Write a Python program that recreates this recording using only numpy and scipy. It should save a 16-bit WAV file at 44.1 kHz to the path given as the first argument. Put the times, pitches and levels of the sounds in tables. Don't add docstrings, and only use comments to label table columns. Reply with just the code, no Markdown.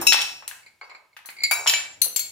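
import sys
import numpy as np
from scipy import signal
from scipy.fft import rfft, irfft, next_fast_len
from scipy.io import wavfile

SR = 44100
rng = np.random.default_rng(int(sys.argv[2]) if len(sys.argv) > 2 else 0)


def inscribe(sig):
    pcm = np.round(np.clip(np.atleast_2d(sig).T, -1, 1) * 32767)
    wavfile.write(sys.argv[1], SR, pcm.astype(np.int16))


def how_loud(loudness_db):
    steps = np.asarray(loudness_db, float) / 20
    return 10 ** steps


N = 101871


def along(points, hz):
    f, v = np.transpose(points)
    return np.interp(np.log(hz + 1), np.log(f + 1), v)


def filtered(x, response):
    m = next_fast_len(x.shape[-1] + 8192)
    spectrum = rfft(x, m) * response(np.fft.rfftfreq(m, 1 / SR))
    return irfft(spectrum, m)[..., :x.shape[-1]]


def add(out, x, s):
    i = max(round(s * SR), 0)
    out[..., i:i + x.shape[-1]] += x[..., :N - i]


def peak(f, hz, width_hz):
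    return 1j * f * width_hz / (hz * hz - f * f + 1j * f * width_hz)


def low_cut(f):
    corner_hz = 222
    return (1j * f / (corner_hz + 1j * f)) ** 4


# (frequency [Hz], t60 [s])
ROOM_T60 = [(300, 0.72), (1000, 0.53), (3000, 0.4), (8000, 0.46), (15000, 0.3)]


def tail():
    mono_below_hz, build_up_s = 500, 0.016
    hz, t, z = signal.stft(rng.standard_normal((2, 2 * SR // 5)), SR, nperseg=256)
    mid, side = z[0], z[1] * (hz / (hz + mono_below_hz))[:, None]
    decay = how_loud(-60 * t / np.maximum(along(ROOM_T60, hz), .05)[:, None])
    x = signal.istft(np.array([mid + side, mid - side]) * decay, SR, nperseg=256)[1]
    x = x * (1 - np.exp(-np.arange(x.shape[1]) / SR / build_up_s))
    return x / np.linalg.norm(x[0])


def placed(out, x, s, wet_db):
    add(out, x, s)
    add(out, how_loud(wet_db) * signal.fftconvolve(x.mean(0)[None], tail(), axes=1), s)


def strikes(hits, modes_hz, modes, pan_db, level_db, tilt_db, clatter_t60=0.15, damped_s=9, fuzz=.55):
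    scatter_db, fuzz_per_s, landing_loss_db = 1.5, 130, 6
    attack_s, crack_t60, clatter_db, cluster_hz, wet_db = 0.00099, 0.0093, 11, 250, -9
    out, t = np.zeros((2, N)), np.arange(2 * SR // 5) / SR
    hz = np.array(modes_hz)[:, None]
    db, t60 = np.array(modes).T[:, :, None]
    turn = 1.845 * np.sin(hz) * [[[.5]], [[-.5]]]

    def clusters(f):
        return (how_loud(1.07 * db) * peak(f, hz, cluster_hz + hz / 25) ** 2).sum(0)

    def tilt(f):
        return how_loud(tilt_db * np.log2((f + 300) / 5000))

    for s, peak_db, crack_db in hits:
        luck = rng.standard_normal((len(hz), 2))
        knots = rng.standard_normal((len(hz), 2, 60))
        wander = [[np.interp(t * fuzz_per_s, np.arange(60), k) for k in pair] for pair in knots]
        drift = fuzz * np.array(wander)
        gain = how_loud(db + scatter_db * luck[:, :1] - 60 * t / np.maximum(t60, .01))
        gain = gain * (1 + .5 * drift[:, 0])
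        landed = (s < damped_s) * (t > damped_s - s)
        gain = gain * how_loud(-landing_loss_db * landed + tilt_db * np.log2(hz / 5000))
        phase = 2 * np.pi * hz * t + drift[:, 1] + turn + 2 * luck[:, 1:]
        ring = (gain * np.sin(phase)).sum(1) * (1 - np.exp(-t / attack_s))
        noise = rng.standard_normal((2, len(t)))
        clatter = filtered(how_loud(clatter_db - 60 * t / clatter_t60) * noise, clusters)
        crack = how_loud(crack_db) * (how_loud(-60 * t / crack_t60) * noise + clatter)
        sound = filtered(ring + filtered(crack, tilt), low_cut)
        sound = sound * how_loud([[pan_db / 2], [-pan_db / 2]])
        placed(out, how_loud(peak_db + level_db) * sound, s, wet_db)
    return out


def earlier():
    out, t = np.zeros((2, N)), np.arange(SR // 2) / SR
    thud_db, thud_t60, tail_db = -29.5, 0.17, -28
    tones = np.sin(2 * np.pi * 339 * t) + .5 * np.sin(2 * np.pi * 282 * t)
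    thud = how_loud(thud_db - 60 * t / thud_t60) * tones
    placed(out, thud * how_loud([[2], [-2]]), 0, -9.0)
    dull = filtered(tail()[:, 600:], lambda f: 1 / (1 + (f / 2500) ** 2) * low_cut(3 * f))
    add(out, how_loud(tail_db) * dull / np.abs(dull).max(), 0)
    return out


# (frequency [Hz], density [dB per Hz])
AIR_SPECTRUM = [(200, -14), (900, -13), (2300, -13), (5000, -18), (15000, -24)]
HUM_SPECTRUM = [(25, -32), (100, -8), (200, -18.5), (700, -17.5)]
# (time [s], level [dB])
GATE = [(0, -58.5), (0.448, -68.5), (.8, -79), (1.12, -87), (1.3, -78.5), (1.5, -62.5), (2.31, -66)]


def hush():
    air_db, side_db = -65.5, -7.5
    air = filtered(rng.standard_normal((2, N)), lambda f: how_loud(along(AIR_SPECTRUM, f)))
    hum = filtered(rng.standard_normal((2, N)), lambda f: how_loud(along(HUM_SPECTRUM, f)) * (f < 900))
    gate = how_loud(np.interp(np.arange(N) / SR, *np.transpose(GATE)))
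    air = how_loud(air_db) * (gate / gate.max()) ** 0.25 / air[0].std() * air
    mid, side = air + gate / hum[0].std() * hum
    return np.array([mid + how_loud(side_db) * side, mid - how_loud(side_db) * side])


# (time [s], level [dB], crack [dB])
FIRST_TAP = [
    (.0139, -22, -1.5),
]
RIM_HITS = [
    (.0684, -1, 1),
    (.131, -14, 8),
    (.2165, -28.5, 13.5),
]
RIM_BRUSHES = [
    (.296, -30, -22),
    (.84, -47.5, -19.5),
]
# (level [dB], t60 [s])
RIM_HZ = [2655, 2628, 2785, 3896, 5490, 6611, 7220, 8614, 10020, 10603, 13895, 14620]
RIM_MODES = [(-14, 0.038), (-8.5, 0.85), (-7.5, 0.03), (-11, 0.27), (-5.5, 0.46), (-11.5, 0.39),
             (-13.5, 0.29), (-14.5, 0.17), (-18, 0.13), (-12.5, 0.087), (-22, .4), (-18.5, .45)]


def mug_rim():
    out = strikes(RIM_HITS, RIM_HZ, RIM_MODES, 6.3, -7, -0.72, damped_s=.123, fuzz=0.23)
    out = out + strikes(FIRST_TAP, RIM_HZ, RIM_MODES, 1.5, -7.0, 9.9)
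    return out + strikes(RIM_BRUSHES, RIM_HZ, RIM_MODES, 1.1, -7.5, -3.5, fuzz=0.22)


# (time [s], level [dB], centre [Hz],
# rattle [dB])
ICE_KNOCKS = [(0.019, -25.5, 910, 0.5), (0.1228, 2.5, 2690, -10), (.129, -3.5, 3280, -10),
              (0.134, -6, 3750, -7.5), (.143, -13, 1080, -9.5), (.19, -20, 3500, -13),
              (.207, -11, 3760, -11.5), (0.2145, -12, 5600, -6), (.219, -10.5, 3320, -7),
              (0.235, -24, 4000, -13), (.424, -33, 1233, -4), (0.478, -28, 2500, -4.5),
              (.4785, -12, 8760, -9.5), (.512, -26.5, 1746, -4), (0.8124, -35, 1028, -1.5),
              (.832, -36.5, 929, -4), (0.896, -39, 950, -6), (.914, -39.5, 1035, -3),
              (.948, -39.5, 950, -3), (1.166, -33, 1970, -3.5), (1.19, -37, 1700, -16),
              (1.25, -38, 1410, 21), (1.259, -28, 11020, -1), (1.289, -26.5, 1870, -3),
              (1.302, -29.5, 10830, 0.5), (1.511, -16.5, 1230, -5), (1.555, -37, 880, 1.5),
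              (1.594, -29, 650, -8), (1.608, -31.5, 710, -9), (1.661, -14, 1220, -3),
              (1.6668, -12, 3430, 2), (1.674, -5.5, 3800, -27.5), (1.6966, -2.5, 3320, -10),
              (1.701, -9.5, 4040, -17.5), (1.737, -6.5, 2520, -13), (1.744, -19, 2600, 0.5),
              (2.017, -16, 2900, -3.5), (2.046, -33, 1400, -7), (2.063, -39, 412, -3),
              (2.1614, -15.5, 4570, 0.5), (2.1928, -21, 3240, -4.5)]


def ice():
    knock_t60, rattle_t60, chips_per_s, wet_db = 0.018, 0.14, 6000, -3.5
    mug_air_hz, mug_air_width_hz, mug_air_db = 950, 500, -12
    out, t = np.zeros((2, N)), np.arange(SR // 6) / SR
    for s, db, hz, rattle_db in ICE_KNOCKS:
        luck, size = rng.random((2, len(t))), rng.standard_normal((2, len(t)))
        chips = (luck[0] < chips_per_s / SR) * size * how_loud(min(rattle_db, 0) - 60 * t / rattle_t60)
        blow = (t == 0) * 2 + (luck[1] - .5) * how_loud(2.5 - 60 * t / knock_t60)

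        def body(f):
            cube = peak(f, hz, 1.3 * hz) ** 2
            mug_air = how_loud(mug_air_db) * peak(f, mug_air_hz, mug_air_width_hz) ** 2
            return low_cut(f) / (1 + 1j * f / (2 * hz)) * (cube + mug_air)

        blow, left, right = filtered(np.array([blow, *chips]), body)
        knock = np.array([(blow + left) * how_loud(-0.5), (np.roll(blow, 2) + right) * how_loud(-2.0)])
        placed(out, how_loud(db) * knock / np.abs(blow).max(), s, wet_db)
    return out


# (time [s], level [dB], crack [dB])
SPOON_HITS = [
    (.4775, -40, 15.5),
    (1.166, -46, 3.5),
    (1.258, -41, 12.5),
    (2.0165, -3, -0.5),
    (2.0418, -18.5, 4),
]
# (level [dB], t60 [s])
SPOON_HZ = [4221, 4312, 6158, 7714, 8300, 9260, 9800, 10650, 11600, 12260, 12605, 13243, 15400]
SPOON_MODES = [(-0.5, 0.054), (-15, 0.19), (-5, 0.11), (-8, 0.024), (-13.5, 0.044), (-18, 0.14),
               (1.5, 0.0584), (-9, 0.022), (-13.5, 0.18), (-1.5, 0.16), (-12.5, 0.043), (-4, 0.092),
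               (-12, 0.058)]


def spoon():
    return strikes(SPOON_HITS, SPOON_HZ, SPOON_MODES, 7.9, -13.5, 1.0, clatter_t60=0.17)


# (time [s], level [dB], crack [dB])
BOWL_NUDGES = [(.6294, -46, -13), (.6629, -38.5, 4), (.812, -31.5, -12), (.83, -36.5, -17), (.8965, -36, 5),
               (.9124, -40.5, -23), (.9482, -36, 3), (1.1293, -51.5, -10), (1.289, -35.5, 9),
               (1.3649, -36, 0), (1.3857, -30.5, -1), (1.4052, -23, -18), (1.4194, -30, 3)]
# (level [dB], t60 [s])
BOWL_HZ = [2120, 2186, 2245, 2317, 4242, 4610, 6500, 7214, 10640, 12250, 15000]
BOWL_MODES = [(-24.5, 0.3), (-1, 0.15), (-12, 0.35), (-6.5, 0.051), (1, 0.032), (-2.5, 0.14), (-21, 0.028),
              (-2.5, 0.049), (-24, 0.23), (-42, 0.14), (-25.5, 0.073)]


def bowl_nudged():
    return strikes(BOWL_NUDGES, BOWL_HZ, BOWL_MODES, -0.38, -15, -6.5, fuzz=1.0)


# (time [s], level [dB], crack [dB])
BOWL_HITS = [
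    (1.4355, -6, -5.5),
    (1.4546, -23.5, -3.5),
]


def bowl_struck():
    return strikes(BOWL_HITS, BOWL_HZ, BOWL_MODES, -0.64, -7.0, 0.96)


# (time [s], level [dB], crack [dB])
RIM_TAPS = [
    (1.511, -13, 3),
    (1.5213, -20.5, 0.5),
]
# (level [dB], t60 [s])
BOTH_HZ = [7230, 2312, 2628, 3896, 4684, 5485, 6611, 7397, 10710, 9823, 11250, 12610, 14460, 15560]
BOTH_MODES = [(-10, 0.3), (2, 0.25), (-10, 0.47), (-14.5, 0.49), (-1.5, 0.043), (-15.5, 0.52),
              (-11.5, 0.53), (-14, 0.62), (-7.5, 0.089), (-3.5, 0.18), (-8, 0.059), (-5, 0.086),
              (-14, 0.17), (-12.5, 0.29)]


def bowl_on_rim():
    return strikes(RIM_TAPS, BOTH_HZ, BOTH_MODES, 2.7, -7.0, -0.44, fuzz=0.88)


# (time [s], level [dB], crack [dB])
FULL_MUG_HITS = [
    (1.674, -2.5, -3.5),
    (1.697, -16, -3),
]
SETTLING_HIT = [
    (1.737, -11.5, -8.5),
]
# (level [dB], t60 [s])
FULL_MUG_HZ = [2309, 2628, 2790, 2951, 3095, 4047, 4565, 5500, 6610, 7195, 8600, 10020, 10590, 14100]
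FULL_MUG_MODES = [(-11.5, 0.32), (-9.5, 0.46), (-15.5, 0.15), (-2, 0.077), (-8.5, 0.16), (-11, 0.13),
                  (-16.5, 0.095), (-3, 0.093), (-6.5, 0.11), (-3.5, 0.32), (-22.5, 0.31), (-14, 0.39),
                  (-19.5, 0.25), (-10, 0.26)]


def full_mug():
    hits = strikes(FULL_MUG_HITS, FULL_MUG_HZ, FULL_MUG_MODES, 1.1, -11, -0.013, clatter_t60=0.23)
    return hits + strikes(SETTLING_HIT, FULL_MUG_HZ, FULL_MUG_MODES, 1.7, -8, -6.5)


# (time [s], level [dB], crack [dB])
LAST_HITS = [
    (2.161, -9.5, 0.24),
    (2.1934, -14.5, 4),
]
# (level [dB], t60 [s])
SPOON_BOWL_HZ = [2230, 4335, 4648, 6500, 7455, 8700, 10617, 12070, 12207, 13300, 14500, 15600]
SPOON_BOWL_MODES = [(-25.5, 0.62), (-11.5, 0.33), (-18, 0.16), (-4, 0.022), (-7, 0.083), (-13, 0.062),
                    (-11.5, 0.085), (-8.5, 0.058), (-15.5, .2), (-24, 0.099), (-12, 0.11), (-22.5, 0.21)]


def spoon_on_bowl():
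    return strikes(LAST_HITS, SPOON_BOWL_HZ, SPOON_BOWL_MODES, 9.6, -9.5, 2.8, clatter_t60=0.12, fuzz=1.0)


def scene():
    mug = mug_rim() + full_mug()
    bowl = bowl_struck() + bowl_on_rim() + bowl_nudged()
    steel = spoon() + spoon_on_bowl()
    return mug + bowl + steel + ice() + earlier() + hush()


def low_pass(x):
    return signal.sosfilt(signal.butter(12, 16990, fs=SR, output="sos"), x)


def record(dry):
    ceiling, top_hz, leak_db = .92, 15850, -27.5
    limited = dry / (1 + np.abs(dry / ceiling) ** 6) ** (1 / 6)
    mix = dry + filtered(limited - dry, lambda hz: hz > 300)
    mix = filtered(mix, lambda hz: how_loud(leak_db) + 1 / (1 + (hz / top_hz) ** 150))
    return low_pass(mix)


dry = scene()
out = record(dry)
inscribe(out)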